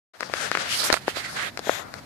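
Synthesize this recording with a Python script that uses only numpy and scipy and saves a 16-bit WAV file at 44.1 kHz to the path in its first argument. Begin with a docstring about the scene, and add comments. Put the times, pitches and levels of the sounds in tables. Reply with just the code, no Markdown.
"""Close rubbing, sharp knocks and one hollow swish, over a faint outdoor rumble and hiss.
A hand shifts its grip on a phone carried over a grassy bank. Skin slides over the case in
tiny slips beside the left and right microphone ports (openings), and knocking fingers make
the case ring briefly. A low pressure thump at the right port comes with the hardest knock.
The swish comes from a slide with the palm cupped over the left port."""
import sys
import numpy as np
from scipy import signal
from scipy.fft import rfft, irfft
from scipy.io import wavfile
from scipy.ndimage import uniform_filter1d

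SR = 44100
rng = np.random.default_rng(int(sys.argv[2]) if len(sys.argv) > 2 else 0)


def output_pcm(signal):
    """Save a mono or channel-first signal as 16-bit PCM at the path in sys.argv[1].

    Samples are clipped to [-1, 1] before scaling.
    """
    pcm = np.clip(np.atleast_2d(signal).T, -1, 1) * 32767
    wavfile.write(sys.argv[1], SR, np.round(pcm).astype(np.int16))


N = 90404
START_S = 0.135  # silence until here


def undb(db):
    """Turn decibels into a gain to multiply by."""
    return 10 ** (np.asarray(db) / 20)


def unit(x):
    """Scale a sound to an average (rms) level of 1."""
    return x / np.sqrt(np.mean(x ** 2))


def freqs(size=N):
    """The frequency in Hz of each point of a spectrum, at least 1."""
    return np.maximum(np.arange(size // 2 + 1) * SR / size, 1)


def colour(points):
    """A tone curve: gains along a line through (f/Hz, level/dB) points."""
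    hz, db = np.array(points).T
    return undb(np.interp(np.log(freqs()), np.log(hz), db))


def resonance(hz, width, size=N):
    """A filter that rings at one frequency, with gain 1 there."""
    s = 1j * freqs(size)
    return s * width / (s * s + s * width + hz * hz)


def lowpass(hz, size=N):
    """A filter that dulls everything above hz."""
    s = 1j * freqs(size) / hz
    return 1 / (s * s + np.sqrt(2) * s + 1)


def wander(rate_hz):
    """A smooth random drift, mostly between -1 and 1."""
    hold = int(SR / rate_hz)
    steps = np.repeat(rng.standard_normal(N // hold + 1), hold)
    return uniform_filter1d(steps, hold)[:N]


def waver(sound, depth_db, rate_hz):
    """Let each octave of a sound drift in level on its own."""
    spectrum, octave = rfft(sound), np.log2(freqs())
    bands = (irfft(spectrum * np.maximum(1 - abs(octave - k), 0), N) for k in range(4, 16))
    return sum(band * undb(depth_db * wander(rate_hz)) for band in bands)


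def ports(pan_db):
    """Left and right gains; pan is left minus right, and the nearer port has gain 1."""
    return undb(np.minimum([[pan_db], [-pan_db]], 0))


def stroke(start_s, length_s, attack_s, release_s):
    """The speed of a slide, from 0 to 1: it picks up, then slows to a stop."""
    t = np.arange(N) / SR
    return np.clip(np.minimum((t - start_s) / attack_s, (start_s + length_s - t) / release_s), 0, 1)


def slips(per_second=14000, spread_db=3):
    """Sliding skin moves in many tiny slips: random clicks, unrelated at the two ports."""
    strength = rng.choice([-1, 1], (2, N)) * undb(spread_db * rng.standard_normal((2, N)))
    return (rng.random((2, N)) < per_second / SR) * strength


def finger_slides(hollow_q=5, shade_q=1.73, overtone_share=0.17):
    """Slips stir the case and the hollow under the finger, while the pressure wavers."""
    # tone of skin rubbing the case: f/Hz, level/dB
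    rub_tone = [(100, -36), (300, -9), (620, -3), (920, -7), (1400, 1.5), (2100, -1), (2900, -4),
                (4400, -3.5), (6200, -8), (10500, -16), (14500, -28.5)]
    # slides: start/s, length/s, attack/s, release/s, level/dB, pan/dB, hollow f/Hz, its lift/dB,
    # treble tilt/(dB per octave), f/Hz that the finger shades (muffles), shade depth/(0-1)
    slides = [(0.132, 0.051, 0.0089, 0.09, -29.5, 27, 1940, 2, -4.5, 2930, 0),
              (0.191, 0.11, 0.014, 0.039, -34.5, 12, 5000, 8, -3.8, 2780, 0.24),
              (0.281, 0.26, 0.14, 0.098, -25.5, 9.5, 1610, 3.5, -1.36, 1000, 0.14),
              (0.511, 0.19, 0.036, 0.031, -28.5, 5.5, 1620, 0.5, -1.7, 4570, 0),
              (0.676, 0.11, 0.04, 0.042, -21, 13.5, 3020, 10, 1.85, 8100, 0.12),
              (0.728, 0.22, 0.09, 0.023, -26.5, 8, 1250, 1.5, -3, 6500, 0.2),
              (0.664, 0.2, 0.13, .05, -23.5, -24, 4670, 10, 6, 6700, .5),
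              (0.83, 0.067, 0.019, 0.023, -24, -22, 4570, -10, 10, 445, 0.3),
              (0.931, 0.072, .006, 0.086, -22, -6.5, 2160, -1.5, 1.5, 6300, 0.5),
              (0.988, 0.13, 0.026, .03, -44, -11, 1840, 2, 1.5, 6060, 0.5),
              (1.06, 0.088, 0.03, 0.042, -30.5, -9, 2970, 6.5, 1, 5960, 0.4),
              (1.133, 0.17, 0.033, 0.11, -27.5, -9, 1990, 5.5, 0.66, 5700, 0.36),
              (1.215, 0.23, 0.077, 0.12, -37, 0.5, 4260, 8, -3.9, 2860, 0.27),
              (1.273, 0.089, 0.031, 0.019, -38, 10, 4630, 16, 11, 2780, .6),
              (1.348, 0.16, 0.024, 0.034, -29, -5.5, 1800, 4, -0.76, 5370, 0.5),
              (1.572, 0.079, 0.0072, 0.016, -41.5, 8, 1530, 3, -1, 3000, .4),
              (1.784, 0.21, 0.01, 0.18, -38, 13, 1320, 4, -13, 2800, 0.2),
              (1.909, 0.1, 0.067, 0.017, -40.5, 21, 1833, -11, -3, 3155, 0.7)]
    patchy_slips = [waver(side, depth_db=2.8, rate_hz=21.8) for side in slips()]
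    rub = rfft(np.array(patchy_slips)) * colour(rub_tone)
    out = np.zeros((2, N))
    for *timing, db, pan_db, hz, lift_db, tilt_db, shade_hz, depth in slides:
        width = hz / hollow_q  # a higher q gives a narrower band
        cavity = resonance(hz, width) + overtone_share * resonance(2 * hz, 2 * width)
        hollow = 1 + (undb(lift_db) - 1) * cavity
        shade = 1 - depth * resonance(shade_hz, shade_hz / shade_q)
        tilt = undb(tilt_db * np.log2(np.maximum(freqs() / 1000, 1)))
        slide = unit(irfft(rub * hollow * shade * tilt, N))
        out += slide * stroke(*timing) * undb(db) * ports(pan_db)
    pressure_db = 1.41 * wander(rate_hz=44.35)
    return out * undb(pressure_db)


def outdoor_air(level_db=-44.5, alike_below_hz=158, rumble_rise_s=0.19):
    """Faint rumble and hiss; the bass is alike on both sides and comes up more slowly."""
    # tone of the outdoor air: f/Hz, level/dB
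    air_tone = [(25, -56), (45, -15.5), (70, -8), (130, -4), (250, -8), (450, -17), (700, -12.5),
                (1100, -19), (1800, -18), (2800, -28.5), (4400, -24.5), (6500, -31.5), (14000, -37.5)]
    noise = rfft(rng.standard_normal((2, N))) * colour(air_tone)
    middle = irfft(noise[0], N)
    side = irfft(noise[1] * freqs() / (freqs() + alike_below_hz), N)
    air = unit(np.array([middle + side, middle - side])) * undb(level_db)
    rumble = irfft(rfft(air) * abs(lowpass(hz=412)), N)
    rise = np.clip((np.arange(N) / SR - START_S) / rumble_rise_s, 0, 1)
    return air - rumble * (1 - rise)


def finger_knocks(size=4096):
    """A short push rings the case, duller for a softer touch, with a tick and a brief scuff."""
    # ways the case rings (one thud, two body, two tick): f/Hz, time to fade by 60 dB/s, level/dB
    case_modes = [(616, 0.0038, 12.5), (1337, 0.0049, 7), (1790, 0.0024, 6.5), (4400, 0.0022, 6.5),
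                  (6980, 0.006, -12.5)]
    # knocks: t/s, level/dB, pan/dB, sharpness of the touch/Hz, thud weight/dB, tick weight/dB
    knocks = [(0.2074, -9, 6.5, 2210, -1.5, -1), (0.2267, -15.5, 10, 2000, 7, -23),
              (0.231, -8, 27, 2400, -20, -13), (.298, -21, 15, 1200, 13, -18), (.338, -4, 9, 1830, -6, -7),
              (0.5157, -3, 10, 1800, -10, -6.5), (0.5515, -3.5, 5, 1850, -8.5, -14),
              (0.5729, -5, 11, 1880, -9.5, -9), (.9018, 0.5, 11.5, 1760, 2, -9),
              (.9272, 8, -12, 3000, -2, 7), (.9308, -6, -7, 2200, 0, -6), (.9412, 2, -12, 2800, -6, -5),
              (.9667, -13, -6, 2200, -18, -6), (.972, -12, -14, 1700, -19, -28),
              (1.0805, -2, 11, 1000, 2, -13), (1.1706, -15.5, 7.5, 780, 2, -18),
              (1.5742, -11, 8.5, 2940, -2, 0.5), (1.5924, -10, 10, 1450, 7, 5),
              (1.671, -15.5, 10, 595, 10, -35), (1.676, -22, 1.5, 590, 16, -35),
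              (1.6944, -2.5, 9, 970, -1, -38), (1.9401, -14.5, 11, 3000, -4.5, 0.5)]
    thud_low_hz, body_low_hz, tick_top_hz = 104, 580, 9800
    scuff_db, scuff_fade_s, port_lag_s = -24.5, 0.021, 0.0001
    t, s = np.arange(size) / SR, 1j * freqs(size)
    modes = [undb(db) * resonance(hz, np.log(1000) / np.pi / fade, size) for hz, fade, db in case_modes]
    taper = np.minimum(2 - 2 * t / t[-1], 1) ** 2
    out = np.zeros((2, N + size))
    for at, db, pan_db, touch_hz, thud_db, tick_db in knocks:
        thud = undb(thud_db) * modes[0] * (s / (s + thud_low_hz)) ** 2
        body = (modes[1] + modes[2]) * s / (s + body_low_hz)
        tick = undb(tick_db) * sum(modes[3:]) * lowpass(tick_top_hz, size)
        ring = (thud + body) * lowpass(touch_hz, size) + tick
        ring /= abs(irfft(ring)).max()
        scuff = undb(scuff_db) * rng.standard_normal((2, size)) * np.exp(-np.log(1000) * t / scuff_fade_s)
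        lag = port_lag_s * np.array([[pan_db < 0], [pan_db > 0]])  # the far port hears it later
        push = (1 + rfft(scuff)) * np.exp(-2 * np.pi * s * lag)  # the 1 is a single click
        first = int(at * SR)
        out[:, first:first + size] += irfft(push * ring) * taper * undb(db) * ports(pan_db)
    return out[:, :N]


def low_thump(at_s=0.9272, rise_s=0.0014, level_db=-21):
    """A low pressure thump at the right port, together with the hardest knock."""
    age = np.maximum(np.arange(N) / SR - at_s, 0) / rise_s
    return age * np.exp(1 - age) * undb(level_db) * ports(pan_db=-26)


def cupped_slide(level_db=-27.5):
    """Slips ring the air inside the cupped palm: a hollow, almost whistling swish."""
    # resonances of the cupped palm: f/Hz, width/Hz, level/dB
    palm_modes = [(623, 460, 1), (1720, 1300, 2), (3560, 720, -0.5), (5060, 1500, -15), (6760, 1460, -6),
                  (11600, 2200, -13.5)]
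    palm = sum(undb(db) * abs(resonance(hz, width)) ** 2 for hz, width, db in palm_modes)
    swish = unit(irfft(rfft(slips()) * palm, N))
    speed = stroke(start_s=1.6174, length_s=0.23, attack_s=0.079, release_s=0.097)
    return swish * speed * undb(level_db) * ports(pan_db=12)


def scene():
    """The sounds of the hand close to the ports, over the outdoor air."""
    return finger_slides() + outdoor_air() + finger_knocks() + low_thump() + cupped_slide()


def record(dry):
    """The phone fades in from silence, clips the hardest knocks and cuts the highest treble."""
    fade_in_s, top_hz = 0.11, 14700
    t = np.arange(N) / SR
    fade_in = np.sqrt(np.clip((t - START_S) / fade_in_s, 0, 1))
    clipped = np.clip(dry * fade_in, -1, 1)
    treble_cut = signal.ellip(8, 0.2, 70, top_hz, fs=SR, output="sos")
    return signal.sosfilt(treble_cut, clipped)


dry = scene()
out = record(dry)
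output_pcm(out)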